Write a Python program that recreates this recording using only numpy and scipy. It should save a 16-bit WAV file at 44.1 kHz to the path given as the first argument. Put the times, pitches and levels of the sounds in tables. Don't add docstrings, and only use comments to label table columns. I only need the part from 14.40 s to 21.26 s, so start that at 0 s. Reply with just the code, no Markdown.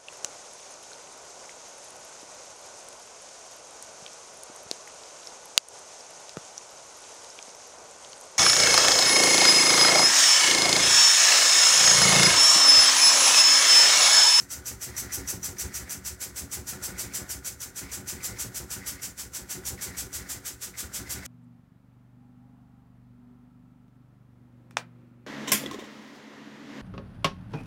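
import sys
import numpy as np
from scipy import signal
from scipy.fft import rfft, irfft, next_fast_len
from scipy.io import wavfile

SR = 44100
rng = np.random.default_rng(int(sys.argv[2]) if len(sys.argv) > 2 else 0)


def materialize(psi):
    bounded = np.clip(np.atleast_2d(psi).T, -1, 1)
    quanta = np.round(bounded * 32767).astype(np.int16)
    wavfile.write(sys.argv[1], SR, quanta)


N = 302692
TIME = np.arange(N) / SR

# t/s, level/dB over the jet
PORT_SINGING = [(0, 1), (.75, 3), (1.7, -2.5), (2.5, -15), (3.2, -3), (4, -13), (5, -11), (6.3, -24)]


def from_db(db):
    return 10 ** (np.asarray(db) / 20)


def rms_one(x):
    return x / np.sqrt(np.mean(x ** 2) + 1e-20)


def curve(rows, at):
    return np.interp(at, *np.transpose(rows))


def lowpass(x, hz):
    return signal.sosfilt(signal.butter(2, hz, fs=SR, output="sos"), x)


def noise(spectrum):
    hz, db = np.transpose(spectrum)
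    size = next_fast_len(N)
    bins = np.maximum(np.fft.rfftfreq(size, 1 / SR), 1)
    gain = from_db(np.interp(np.log(bins), np.log(hz), db))
    return rms_one(irfft(rfft(rng.standard_normal(size)) * gain)[:N])


def flutter(hz):
    return rms_one(lowpass(rng.standard_normal(N), hz))


def whistle(hz, width):
    drift = signal.lfilter([.02], [1, -.98], rng.standard_normal(N))
    wander = np.sqrt(2 * np.pi * width / SR) * drift
    return np.sqrt(2) * np.sin(np.cumsum(2 * np.pi * hz / SR + wander))


def resonance(x, hz, width):
    r, w = np.exp(-np.pi * width / SR), 2 * np.pi * hz / SR
    return signal.lfilter(np.array([1, 0, -1]) * (1 - r * r) / 2, [1, -2 * r * np.cos(w), r * r], x)


def ring(force, hz, t60):
    r, w = np.exp(-np.log(1000) / (t60 * SR)), 2 * np.pi * hz / SR
    return signal.lfilter([0, np.sin(w)], [1, -2 * r * np.cos(w), r * r], force + 1e-18)


def clicks(times, force):
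    at = np.round(times * SR).astype(int)
    inside = (at >= 0) & (at < N)
    return np.bincount(at[inside], force[inside], N)


def every_turn(starts, levels_db, shape):
    lag, db = np.transpose(shape)
    power = np.zeros(N)
    for start, level in zip(starts, levels_db):
        a, b = np.searchsorted(TIME, [start + lag[0], start + lag[-1]])
        power[a:b] += from_db(level + np.interp(TIME[a:b] - start, lag, db)) ** 2
    return np.sqrt(power)


def turn_starts(first_s=-.0525):
    # t/s, turn rate/Hz
    speed = [(0, 6.4785), (2.8, 6.4287), (4, 6.3384), (5.4, 6.306), (6.1, 6.163), (6.9, 6.356)]
    starts = [first_s]
    while starts[-1] < TIME[-1]:
        starts.append(starts[-1] + 1 / curve(speed, starts[-1]))
    return np.array(starts)


def swell(at, lull_db=-11):
    lulls = [-.08, 1.66, 3.1, 4.6, 6.06, 7.7]
    arch = np.sin(np.pi * np.interp(at, lulls, np.arange(len(lulls)))) ** 2
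    return 10 * np.log10(arch + (1 - arch) * from_db(lull_db) ** 2)


def chirps(starts, chirp_db):
    # f/Hz, width/Hz, level/dB
    edge_tones = [(5896, 71.3, 5), (5970, 570, -1), (11300, 560, -10), (12800, 120, -11)]
    double_blip = [(-.001, -22), (.0015, 1), (.005, -5), (.009, -5),
                   (.012, -8), (.0155, 5), (.02, -13), (.045, -40)]
    tone = rms_one(sum(from_db(db) * whistle(hz, width) for hz, width, db in edge_tones))
    return tone * every_turn(starts, chirp_db, double_blip)


def jet_noise(speed, fizz_db=2.5, edge_db=-2, spit_db=2, shimmer_db=3):
    # f/Hz, level/dB
    colour = [(150, -9.5), (500, -13), (1000, -13.5), (1500, -9.5), (2400, -9.5), (3500, -12.5), (4700, -7),
              (5900, -1), (7600, -1.5), (9500, -6.5), (11200, -7), (13500, -9), (16000, -10.5)]
    # f/Hz, width/Hz, level/dB over the jet
    passage = [(4600, 60, -6), (5730, 22, -8), (7170, 78, -5.5), (7450, 35, -0.5), (7900, 15, 1),
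               (8030, 23, -8), (8530, 34, 4), (10900, 30, -8.5), (12800, 35, -7)]
    hiss = noise(colour)
    shimmer = sum(from_db(db + shimmer_db * flutter(10)) * resonance(hiss, hz, width)
                  for hz, width, db in passage)
    swirl = noise(colour)
    singing = from_db(curve(PORT_SINGING, TIME)) * resonance(swirl, hz=6050, width=560)
    body_db = -12.5 + 2.5 * TIME
    body = from_db(body_db) * resonance(swirl, hz=3369, width=730)
    fizz = from_db(fizz_db + spit_db * flutter(20)) * resonance(noise(colour), hz=12000, width=4200)
    edge = from_db(edge_db + spit_db * flutter(3.01)) * resonance(swirl, hz=7700, width=470)
    return rms_one(hiss + shimmer + singing + body + speed * (fizz + edge))


def exhaust(starts, puff_db, leak_db, turbulence_db=0.5):
    # t/s after it opens, level/dB
    port_flow = [(-.03, -56), (-.012, -20), (-.002, -11.5), (.002, -4), (0.013, 2), (0.024, 3.5), (.036, 3),
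                 (.055, -4), (.08, -10.5), (.1, -15.5), (.12, -51)]
    seepage = [(.05, 6), (.08, 6), (.105, 2.5), (.125, -0.5), (.14, 2), (.152, 0), (.165, -18)]
    flow = every_turn(starts, puff_db, port_flow)
    leak = every_turn(starts, leak_db, seepage)
    jet = jet_noise(speed=flow / flow.max())
    return jet * np.hypot(flow, leak) * from_db(turbulence_db * flutter(460))


def knocks(starts, knock_db, blow_db=-4, rattle_db=-7, shudder_db=-9.3, scatter_db=1, scatter_s=.00037):
    # t/s after the port opens, level/dB
    contacts = [(.053, -4.5), (0.057, -2.5), (0.072, -3), (.081, -2.5), (0.0873, -7.5), (.1, -2)]
    # f/Hz, level/dB, t60/s
    bench_modes = [(75.3, -15, 0.26), (118, 0.5, 0.12), (188.9, -2.8, 0.18), (222.5, -6, 0.11),
                   (277.8, -5.5, .17), (354, -5.5, 0.074), (369.6, -7.5, 0.12), (409, -21.5, 0.078),
                   (478.6, -11.5, 0.076), (770, -10, 0.045)]
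    # f/Hz, level/dB
    shudder_colour = [(25, -45), (42, -20), (64, 8), (90, -4.5), (125, -4), (165, -10.5), (260, -12.5),
                      (450, -24), (900, -20), (2000, -33)]
    rattle_colour = [(60, 4), (130, -10), (200, 1.5), (900, -1.5), (3000, -32), (9000, -50)]
    rattle_shape = [(.047, -57), (.052, -37), (.075, -38.5), (.095, -39.5), (.13, -45.5), (.18, -57)]
    shudder_shape = [(.05, -26), (.06, 8.5), (.09, 2), (.12, -0.5), (.2, -0.5), (.26, 0.5)]
    lag, db = np.transpose(contacts)
    chance = rng.standard_normal((len(starts), 2, len(lag)))
    times = starts[:, None] + lag + scatter_s * chance[:, 0]
    force = from_db(knock_db[:, None] + blow_db + db + scatter_db * chance[:, 1])
    rattle = noise(rattle_colour) * every_turn(starts, knock_db + rattle_db, rattle_shape)
    push = lowpass(clicks(times, force) + rattle, hz=1100)
    bench = sum(from_db(level) * ring(push, hz, t60) for hz, level, t60 in bench_modes)
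    shudder = noise(shudder_colour) * every_turn(starts, knock_db + shudder_db, shudder_shape)
    return bench + shudder


def thuds(starts, thud_db, lag_s=.078, softness_hz=260):
    # f/Hz, level/dB, t60/s
    deep_modes = [(75.7, 1, 0.15), (118, 0.5, 0.029)]
    force = lowpass(clicks(starts + lag_s, from_db(thud_db)), softness_hz)
    return sum(from_db(db) * ring(force, hz, t60) for hz, db, t60 in deep_modes)


def rubbing(starts, rub_db, grain_db=2.37):
    # f/Hz, level/dB
    colour = [(200, 2), (550, -2.5), (1100, -9), (1420, 2.5), (1650, -2), (1900, 0), (2200, -3.5),
              (2750, -18), (4500, -13.5), (9000, -17.5), (16000, -43)]
    # t/s after the port opens, level/dB
    stroke = [(.02, -41), (.06, 6.5), (.085, 1.5), (.11, 1), (0.141, 0.5), (0.164, 6), (0.189, -11.5)]
    return noise(colour) * every_turn(starts, rub_db, stroke) * from_db(grain_db * flutter(160))


def squeaks(starts, note_db=-1, scrape_db=-2, rasp_db=5, fade_s=0.016):
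    # start t/s, end t/s, level/dB
    spells = [(.42, .85, -47.5), (1.17, 1.48, -50.5), (2.55, 2.76, -51), (3.43, 3.52, -46.5),
              (3.77, 3.98, -48), (4.41, 4.6, -49), (5.38, 5.57, -48), (5.78, 5.99, -50), (6.34, 6.39, -52),
              (6.66, 6.86, -47.5)]
    # t/s, f/Hz
    pitch = [(0, 1960), (1.4, 1949), (2.5, 2190), (4, 2037), (6.8, 2040)]
    # f/Hz, level/dB
    scrape_colour = [(200, -6), (700, -2), (1500, 4), (2400, 0.5), (3000, -6.5), (5000, 1), (9000, -8),
                     (16000, -15)]
    # t/s after the port opens, level/dB
    stroke = [(0, -4), (.012, 0), (.045, -17), (.07, -1.5), (0.123, -6), (0.142, 2), (.158, -8.5)]
    dryness = sum(from_db(db) * np.interp(TIME, [start - fade_s, start, end, end + fade_s], [0, 1, 1, 0])
                  for start, end, db in spells)
    note = rms_one(whistle(curve(pitch, TIME), width=400) * from_db(rasp_db * flutter(160)))
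    friction = from_db(note_db) * note + from_db(scrape_db) * noise(scrape_colour)
    return friction * dryness * every_turn(starts, np.zeros(len(starts)), stroke)


def frame(x, ring_db=-4):
    return x + from_db(ring_db) * resonance(x, hz=1472, width=70)


def room(x, wet_db=-8.5, t60=0.17, first_s=0.0037):
    t = TIME[:SR // 2]
    tail = rng.standard_normal(len(t)) * np.exp(-np.log(1000) * t / t60) * (t > first_s)
    reflections = signal.fftconvolve(x, tail / np.linalg.norm(tail))[:N]
    wet = from_db(wet_db)
    return (x + wet * reflections) / np.hypot(1, wet)


def room_tone(level_db=-59):
    # f/Hz, level/dB
    colour = [(20, -45), (40, -28), (62, 2), (120, 12), (300, -22), (800, -18), (2000, -13), (4000, -45),
              (16000, -64)]
    return from_db(level_db) * noise(colour)


def scene():
    starts = turn_starts()
    rocking = swell(starts)
    late_rocking = swell(starts - 0.19)
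    sag_db = -0.1744 * starts
    singing_db = curve(PORT_SINGING, starts)
    scatter = rng.standard_normal((len(starts), 4)).T
    chirp_db = -38.5 + 0.59 * late_rocking + 0.44 * (singing_db - singing_db.mean())
    puff_db = -34.5 + 0.19 * late_rocking + 0.69 * scatter[0] + sag_db
    knock_db = -39.5 + 0.87 * rocking + 0.48 * scatter[1] + sag_db
    thud_db = -43 + 0.33 * late_rocking
    rub_db = -54 + 0.52 * rocking + 1.76 * scatter[2]
    leak_db = -59 + 0.5 * rocking - 1.2 * scatter[3]
    air = exhaust(starts, puff_db, leak_db) + chirps(starts, chirp_db)
    metal = rubbing(starts, rub_db) + squeaks(starts)
    bench = knocks(starts, knock_db) + thuds(starts, thud_db)
    engine = room(frame(air + metal)) + bench
    return (engine + room_tone())[None]


def record(dry, low_cut_hz=50, high_cut_hz=15900):
    thin = signal.sosfilt(signal.butter(6, low_cut_hz, "high", fs=SR, output="sos"), dry)
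    return signal.sosfilt(signal.ellip(12, .1, 80, high_cut_hz, fs=SR, output="sos"), thin)


dry = scene()
out = record(dry)
materialize(out)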